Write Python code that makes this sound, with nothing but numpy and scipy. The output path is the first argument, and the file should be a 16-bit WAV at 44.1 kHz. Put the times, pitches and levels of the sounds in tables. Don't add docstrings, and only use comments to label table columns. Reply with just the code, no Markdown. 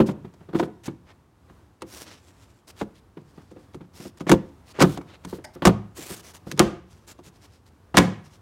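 import sys
import numpy as np
from scipy import signal
from scipy.fft import rfft, irfft, next_fast_len
from scipy.io import wavfile
from scipy.ndimage import uniform_filter1d, minimum_filter1d, map_coordinates

SR = 44100
rng = np.random.default_rng(int(sys.argv[2]) if len(sys.argv) > 2 else 0)


def dump_mix(stems):
    frames = np.atleast_2d(stems).T
    limited = np.clip(frames, -1, 1)
    pcm = np.round(limited * 32767).astype(np.int16)
    wavfile.write(sys.argv[1], SR, pcm)


N = 370881
T = np.arange(SR // 2) / SR
PALM_CLACK_DB = -10.5

# seat_delay_s, seat_db, seat_hard_db, thump_hz, cabin_db
PANEL_BLOWS = [(4.294, -10, 1.5, -6, 0.027, -31.5, 0.022, -5.5, 4, 290, -8),
               (4.8138, -10, 1.5, -5, 0.027, -23, 0.009, -5, 7, 300, -8),
               (5.6525, -9, 9, -1.5, 0.032, -39.5, 0.017, -9, 3.5, 252, -4),
               (6.5938, -15.5, 20, -2.5, 0.0095, -40, 0.004, -9.5, -2.5, 343, 1.5),
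               (7.9705, -7.5, 14, 0, 0.028, -29, 0.0096, -7.5, 14.5, 242, 0)]


def blows():
    out = np.zeros(N)
    hand_db, hand_hard_db = -14.5, -14
    rebound_s, rebound_db, rebound_hard_db = 0.018, -11.5, -19
    for (start_s, db, hard_db, clack_db, lead_s, scrape_db,
         seat_delay_s, seat_db, seat_hard_db, thump_hz, cabin_db) in PANEL_BLOWS:
        landing_s, seated_s = start_s - lead_s, start_s + seat_delay_s
        tone = (clack_db, thump_hz, cabin_db)
        add(out, landing_s, contact(db + hand_db, hand_hard_db, *tone))
        add(out, landing_s, rub(lead_s + 0.013, scrape_db, swell_db=29, corner_hz=3080))
        add(out, start_s, contact(db, hard_db, *tone))
        add(out, seated_s, contact(seat_db, seat_hard_db, *tone))
        add(out, seated_s + rebound_s, contact(seat_db + rebound_db, rebound_hard_db, *tone))
    return out


# start_s, strength_db, hard_db, clack_db, thump_hz
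EDGE_TAPS = [(0.3377, -51, 6, -4, 334), (0.596, -19.5, -2.5, 0.5, 355), (1.4971, -47, -9, -5, 149),
             (1.8198, -34.5, 9.5, 0, 350), (2.812, -23, -8, -2, 316), (3.5136, -40.5, -5, -12, 317),
             (3.7442, -34.5, -2, -8.5, 256), (4.0534, -33, -8, -9.5, 333), (4.2062, -28, -3, -7.5, 218),
             (4.804, -11.5, 1.5, -5, 298.5), (4.973, -28, 1.5, -3, 283), (5.012, -51, 8.5, 7, 273),
             (5.249, -34, 9, -4, 225), (5.981, -36, -1, -18, 307), (6.5145, -33, 18.5, -4.5, 175),
             (6.575, -34, 10.5, -6, 334), (7.1889, -43, -5, -2.5, 248), (7.2633, -47, 7, -16, 172)]
# start_s, strength_db, thump_hz
PALM_PRESSES = [(0.0004, -8, 253), (0.0855, -19, 210), (0.246, -34.5, 180), (0.4053, -45, 179),
                (0.487, -36.5, 170), (0.5303, -29, 347), (0.5459, -19, 305), (0.5533, -19.5, 317),
                (0.6258, -19.5, 304), (0.8784, -25, 191), (3.17, -35, 177), (3.3759, -39.5, 184),
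                (3.5612, -40.5, 310), (3.8066, -38, 204), (3.9999, -36, 200), (5.3266, -27, 340),
                (5.3845, -37.5, 373), (5.5566, -36.5, 309), (6.104, -31.5, 179), (6.4674, -32, 171.5)]


def taps_and_presses():
    out = np.zeros(N)
    skid_lead_s = 0.014
    for start_s, db, hard_db, clack_db, thump_hz in EDGE_TAPS:
        add(out, start_s - skid_lead_s, rub(length_s=0.029, db=db - 22, swell_db=0, corner_hz=4400))
        add(out, start_s, contact(db, hard_db, clack_db, thump_hz, cabin_db=-4.5))
    for start_s, db, thump_hz in PALM_PRESSES:
        add(out, start_s - skid_lead_s, rub(length_s=0.074, db=-62.5, swell_db=0, corner_hz=1575))
        press = contact(db, hard_db=-27, clack_db=PALM_CLACK_DB, thump_hz=thump_hz, cabin_db=-1)
        add(out, start_s, press)
    return out


def contact(db, hard_db, clack_db, thump_hz, cabin_db):
    attack_s = 0.0006 * 2 ** np.clip(-hard_db / 9, -2, 3)
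    body = amp(clack_db) * clack(hard_db, attack_s) + thump(hard_db, thump_hz)
    edge = amp(hard_db - 14) * click(db, hard_db, attack_s, cabin_db)
    return amp(db - 4.0) * (edge + cabin(body, cabin_db))


# frequency_hz, level_db
CLICK_SPECTRUM = [(500, -25), (1500, 4), (2500, -0.5), (4300, -1), (6500, 3), (9000, -0.5), (12000, -5),
                  (16000, -11.5)]


def click(db, hard_db, attack_s, cabin_db):
    centre_hz = 2780 * 2 ** (-0.009 * db)
    t60_s = 0.051 * 2 ** (-0.0643 * hard_db)
    colour = lambda hz: unit(amp(along(CLICK_SPECTRUM, hz)) * focus(hz, centre_hz, slope_db=5.0))
    crack = amp(17 + 1.55 * db) * fade(0.0016, attack_s / 3)
    chatter = amp(6.0 * wobble(1100, len(T))) * fade(t60_s, attack_s)
    direct = unit(filtered(rng.standard_normal(len(T)), colour) * (crack + chatter), size=330)
    return direct + amp(cabin_db) * np.linalg.norm(direct) * filtered(cabin_tail(), colour)


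# frequency_hz, level_db
CLACK_SPECTRUM = [(200, -25), (500, -1.5), (950, 1), (1400, -5.5), (2200, -15.5), (3500, -17),
                  (7000, -40.5)]
# pitch_hz, level_db, t60_s
SHELL_MODES = [(590, -4, .05), (700, 1, .06), (860, -5, .05), (960, 0, .05), (1205, -1, .05),
               (1470, -2, .045), (1690, -6, .04), (1916, -6, .04), (2210, -1, .04), (2790, -5, .03),
               (3520, -12, .025)]


def clack(hard_db, attack_s):
    centre_hz = 900 * 2 ** (0.06 * hard_db)
    slope_db = 7.5 + 0.07 * min(hard_db, 0)
    plastic = filtered(noise(CLACK_SPECTRUM, len(T)), lambda hz: focus(hz, centre_hz, slope_db - 6))
    crowded = plastic * amp(1.4 * wobble(1100, len(T))) * fade(0.054, attack_s)
    shell = ring(SHELL_MODES, attack_s, scatter_db=4.5, centre_hz=centre_hz, slope_db=slope_db)
    return unit(unit(shell, size=660) + 1.72 * unit(crowded, size=660), size=660)


# frequency_hz, level_db
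PUSH_SPECTRUM = [(20, -28), (40, -15), (62, 7.5), (100, -3), (170, 3.5), (350, 8), (550, -2.5), (1000, -44)]
# pitch_hz, level_db, t60_s
BENDING_MODES = [(107.7, -14, 0.39), (144.9, -3.5, 0.19), (179.1, -1, .14), (210.5, -3.5, 0.13),
                 (282.3, -1.5, 0.1), (333.7, 0.5, 0.094), (366, 2, 0.078), (443.6, -6, 0.09),
                 (517, -1.5, 0.083)]


def thump(hard_db, centre_hz):
    rise_s = 0.007 * 2 ** (0.12 * hard_db)
    push = unit(noise(PUSH_SPECTRUM, len(T)) * fade(0.094, rise_s), size=1100)
    bend = ring(BENDING_MODES, rise_s, scatter_db=2.5, centre_hz=centre_hz, slope_db=7.5)
    onset = 1 - np.exp(-T / 0.0015)
    return unit((unit(bend, size=1100) + 0.39 * push) * onset, size=1100)


def ring(modes, attack_s, scatter_db, centre_hz, slope_db):
    out = np.zeros(len(T))
    for hz, db, t60_s in modes:
        side, strength, detune = rng.standard_normal(3)
        gain = np.sign(side) * amp(db + scatter_db * strength) * focus(hz, centre_hz, slope_db)
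        out += gain * fade(t60_s, attack_s) * np.sin(2 * np.pi * hz * (1 + .012 * detune) * T)
    return out


def focus(hz, centre_hz, slope_db):
    return amp(-slope_db * np.abs(np.log2((hz + 1) / centre_hz)))


# start_s, end_s, level_db, swell_db, corner_hz
HAND_STROKES = [(0.053, 0.137, -52, -19, 8700), (0.533, 0.676, -52, -5, 8650),
                (0.828, 0.882, -45.5, 14, 8600), (1.051, 1.135, -55.5, 11, 2800),
                (1.845, 2.067, -46.5, 17.5, 13600), (2.035, 2.24, -52.5, -25, 5400),
                (2.667, 2.721, -49, 0, 9800), (2.745, 2.813, -53, 32, 9200), (2.94, 3.007, -59.5, -2, 6900),
                (3.922, 4.116, -49.5, 3.5, 11040), (4.169, 4.192, -56.5, -8.5, 8110),
                (4.65, 4.733, -53, 15, 8500), (4.73, 4.798, -46.5, 17, 2500), (4.778, 4.99, -46, -3, 13270),
                (5.049, 5.181, -53.5, 10, 3150), (5.252, 5.397, -53, -0.5, 16000),
                (5.533, 5.559, -53, 8, 13100), (5.942, 6.108, -43.5, -6, 13600),
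                (6.071, 6.163, -38, 4.5, 15300), (6.147, 6.22, -47, 4, 13000),
                (6.218, 6.339, -49.5, -0.5, 10650), (6.331, 6.389, -48.5, -7.5, 11600),
                (6.453, 6.547, -53, 6, 10230), (7.062, 7.138, -48, 4, 10000),
                (7.224, 7.302, -54, 15.5, 9200), (7.403, 7.474, -57, 4.5, 7950),
                (7.653, 7.701, -61.5, -2, 8970)]
# start_s, end_s, level_db
GRIP_SHIFTS = [(0.682, 0.876, -74), (2.149, 2.664, -64), (3.05, 3.944, -73.5), (4.434, 4.507, -64.5),
               (6.855, 7.075, -63), (7.288, 7.652, -68.5), (8.218, 8.4, -62)]


def hand_slides():
    out = np.zeros(N)
    for start_s, end_s, db, swell_db, corner_hz in HAND_STROKES:
        add(out, start_s, rub(end_s - start_s, db, swell_db, corner_hz))
    for start_s, end_s, db in GRIP_SHIFTS:
        brush = rub(end_s - start_s, db, swell_db=0, corner_hz=7740)
        pressure_db = 7.5 * np.tanh(wobble(31, len(brush)))
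        add(out, start_s, brush * amp(pressure_db))
    return cabin(out)


# frequency_hz, level_db
FRICTION_SPECTRUM = [(60, -8.5), (300, 5), (900, 0.5), (2000, -1), (3200, -2), (6000, -3), (10000, -4),
                     (16000, -7)]


def rub(length_s, db, swell_db, corner_hz):
    catches_per_s, catch_db = 130, 5
    spot_db, spot_width_hz = 5, 450
    spot_hz = 5270 * 2 ** (0.3 * rng.standard_normal())
    size = max(round(length_s * SR), 256)
    pressure_db = db + swell_db * np.linspace(-.5, .5, size) + 1.6 * wobble(53, size)
    pressure = amp(pressure_db) * signal.windows.tukey(size, .55)
    snags = 1.0 * (rng.random(size) < catches_per_s / SR)
    catches = signal.fftconvolve(snags, fade(0.0039, 0.0001))[:size]
    hiss = noise(FRICTION_SPECTRUM, size)
    grit = unit(hiss * (amp(1.9 * wobble(900, size)) + amp(catch_db) * catches))
    resonance = lambda hz: amp(spot_db / (1 + ((hz - spot_hz) / spot_width_hz) ** 2))
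    return pressure * unit(filtered(grit, lambda hz: resonance(hz) / np.sqrt(1 + (hz / corner_hz) ** 4)))


# pitch_hz, level_db, t60_s
CLIP_MODES = [(750, -10, .15), (1820, -4.5, .07), (2100, -11, 0.045), (3976, -27.5, 0.075),
              (5070, -12, 0.095), (9080, -14, 0.045)]


def spring_clip():
    ping = np.zeros(len(T))
    for hz, db, t60_s in CLIP_MODES:
        buzz = wobble(hz / 6 + 250, len(T))
        ping += amp(db) * fade(t60_s, .004) * buzz * np.sin(2 * np.pi * hz * T)
    out = np.zeros(N)
    add(out, 5.443, amp(-42.5) * unit(ping, size=1100))
    add(out, 5.438, rub(length_s=0.02, db=-47, swell_db=-5.5, corner_hz=10000))
    return cabin(out, wet_db=4.5)


# frequency_hz, t60_s
CABIN_DECAY = [(60, .6), (160, 0.34), (420, 0.31), (1100, 0.44), (3000, 0.44), (7000, 0.34), (15000, 0.2)]
# frequency_hz, level_db
CABIN_SPECTRUM = [(60, -2.5), (200, -4.5), (500, -6), (1200, -12.5), (3000, -15), (8000, -19), (15000, -16)]


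def cabin_tail():
    hz, t, bands = signal.stft(rng.standard_normal(len(T)), SR, nperseg=256)
    t60_s = along(CABIN_DECAY, hz)[:, None]
    decay = amp(-60 * t / t60_s) * np.sqrt(2 * np.log(1000) / (t60_s * SR))
    colour = amp(along(CABIN_SPECTRUM, hz))[:, None]
    tail = signal.istft(bands * decay * colour, SR, nperseg=256)[1][:len(T)]
    return tail * (1 - np.exp(-(T / 0.009) ** 2))


def cabin(x, wet_db=0):
    wet = signal.fftconvolve(x, cabin_tail())[:len(x)]
    returned_rms = np.std(filtered(x, lambda hz: amp(along(CABIN_SPECTRUM, hz))))
    return x + amp(wet_db - 2.47) * returned_rms * unit(wet)


# frequency_hz, level_db
RUMBLE_SPECTRUM = [(20, -28), (45, -10), (70, -1), (95, 1.5), (140, -8.5), (240, -10.5), (350, -13),
                   (600, -20.5), (1100, -20.5), (2000, -31), (4000, -36.5), (9000, -41), (16000, -47.5)]
# time_s, level_db
RUMBLE_LEVELS = [(0, -54), (1.2, -55.5), (1.7, -56.5), (3, -55), (5, -53), (7.001, -55.5), (8.4, -54.5)]


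def outdoor_rumble():
    time_s, db = np.transpose(RUMBLE_LEVELS)
    level_db = np.interp(np.arange(N) / SR, time_s, db) + 1.4 * wobble(9.1, N)
    return amp(level_db) * noise(RUMBLE_SPECTRUM, N)


def amp(db):
    return 10 ** (np.asarray(db) / 20)


def unit(x, size=None):
    return x / np.sqrt(np.mean(x[:size] ** 2) + 1e-20)


def along(points, hz):
    frequencies, values = np.transpose(points)
    return np.interp(np.log(hz + 1), np.log(frequencies), values)


def filtered(x, gain):
    padded = next_fast_len(len(x) + 8192)
    return irfft(rfft(x, padded) * gain(np.fft.rfftfreq(padded, 1 / SR)), padded)[:len(x)]


def noise(spectrum, size):
    return unit(filtered(rng.standard_normal(size), lambda hz: amp(along(spectrum, hz))))


def wobble(knots_per_s, size):
    return map_coordinates(rng.standard_normal(4096), [np.arange(size) * knots_per_s / SR], mode="wrap")


def fade(t60_s, attack_s):
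    return amp(-60 * T / t60_s) * (1 - np.exp(-T / attack_s))


def add(track, start_s, sound):
    start = max(round(start_s * SR), 0)
    track[start:start + len(sound)] += sound[:N - start]


def scene():
    return (blows() + taps_and_presses() + hand_slides() + spring_clip() + outdoor_rumble())[None]


def record(dry):
    bottom_hz, top_hz, ceiling = 42, 16000, .98
    x = signal.sosfilt(signal.butter(4, bottom_hz, "highpass", fs=SR, output="sos"), dry[0])
    needed_gain = np.minimum(1, ceiling / (np.abs(x) + 1e-9))
    gain = uniform_filter1d(minimum_filter1d(needed_gain, size=89), size=89)
    return filtered(x * gain, lambda hz: 1 / np.sqrt(1 + (hz / top_hz) ** 160))[None]


dry = scene()
out = record(dry)
dump_mix(out)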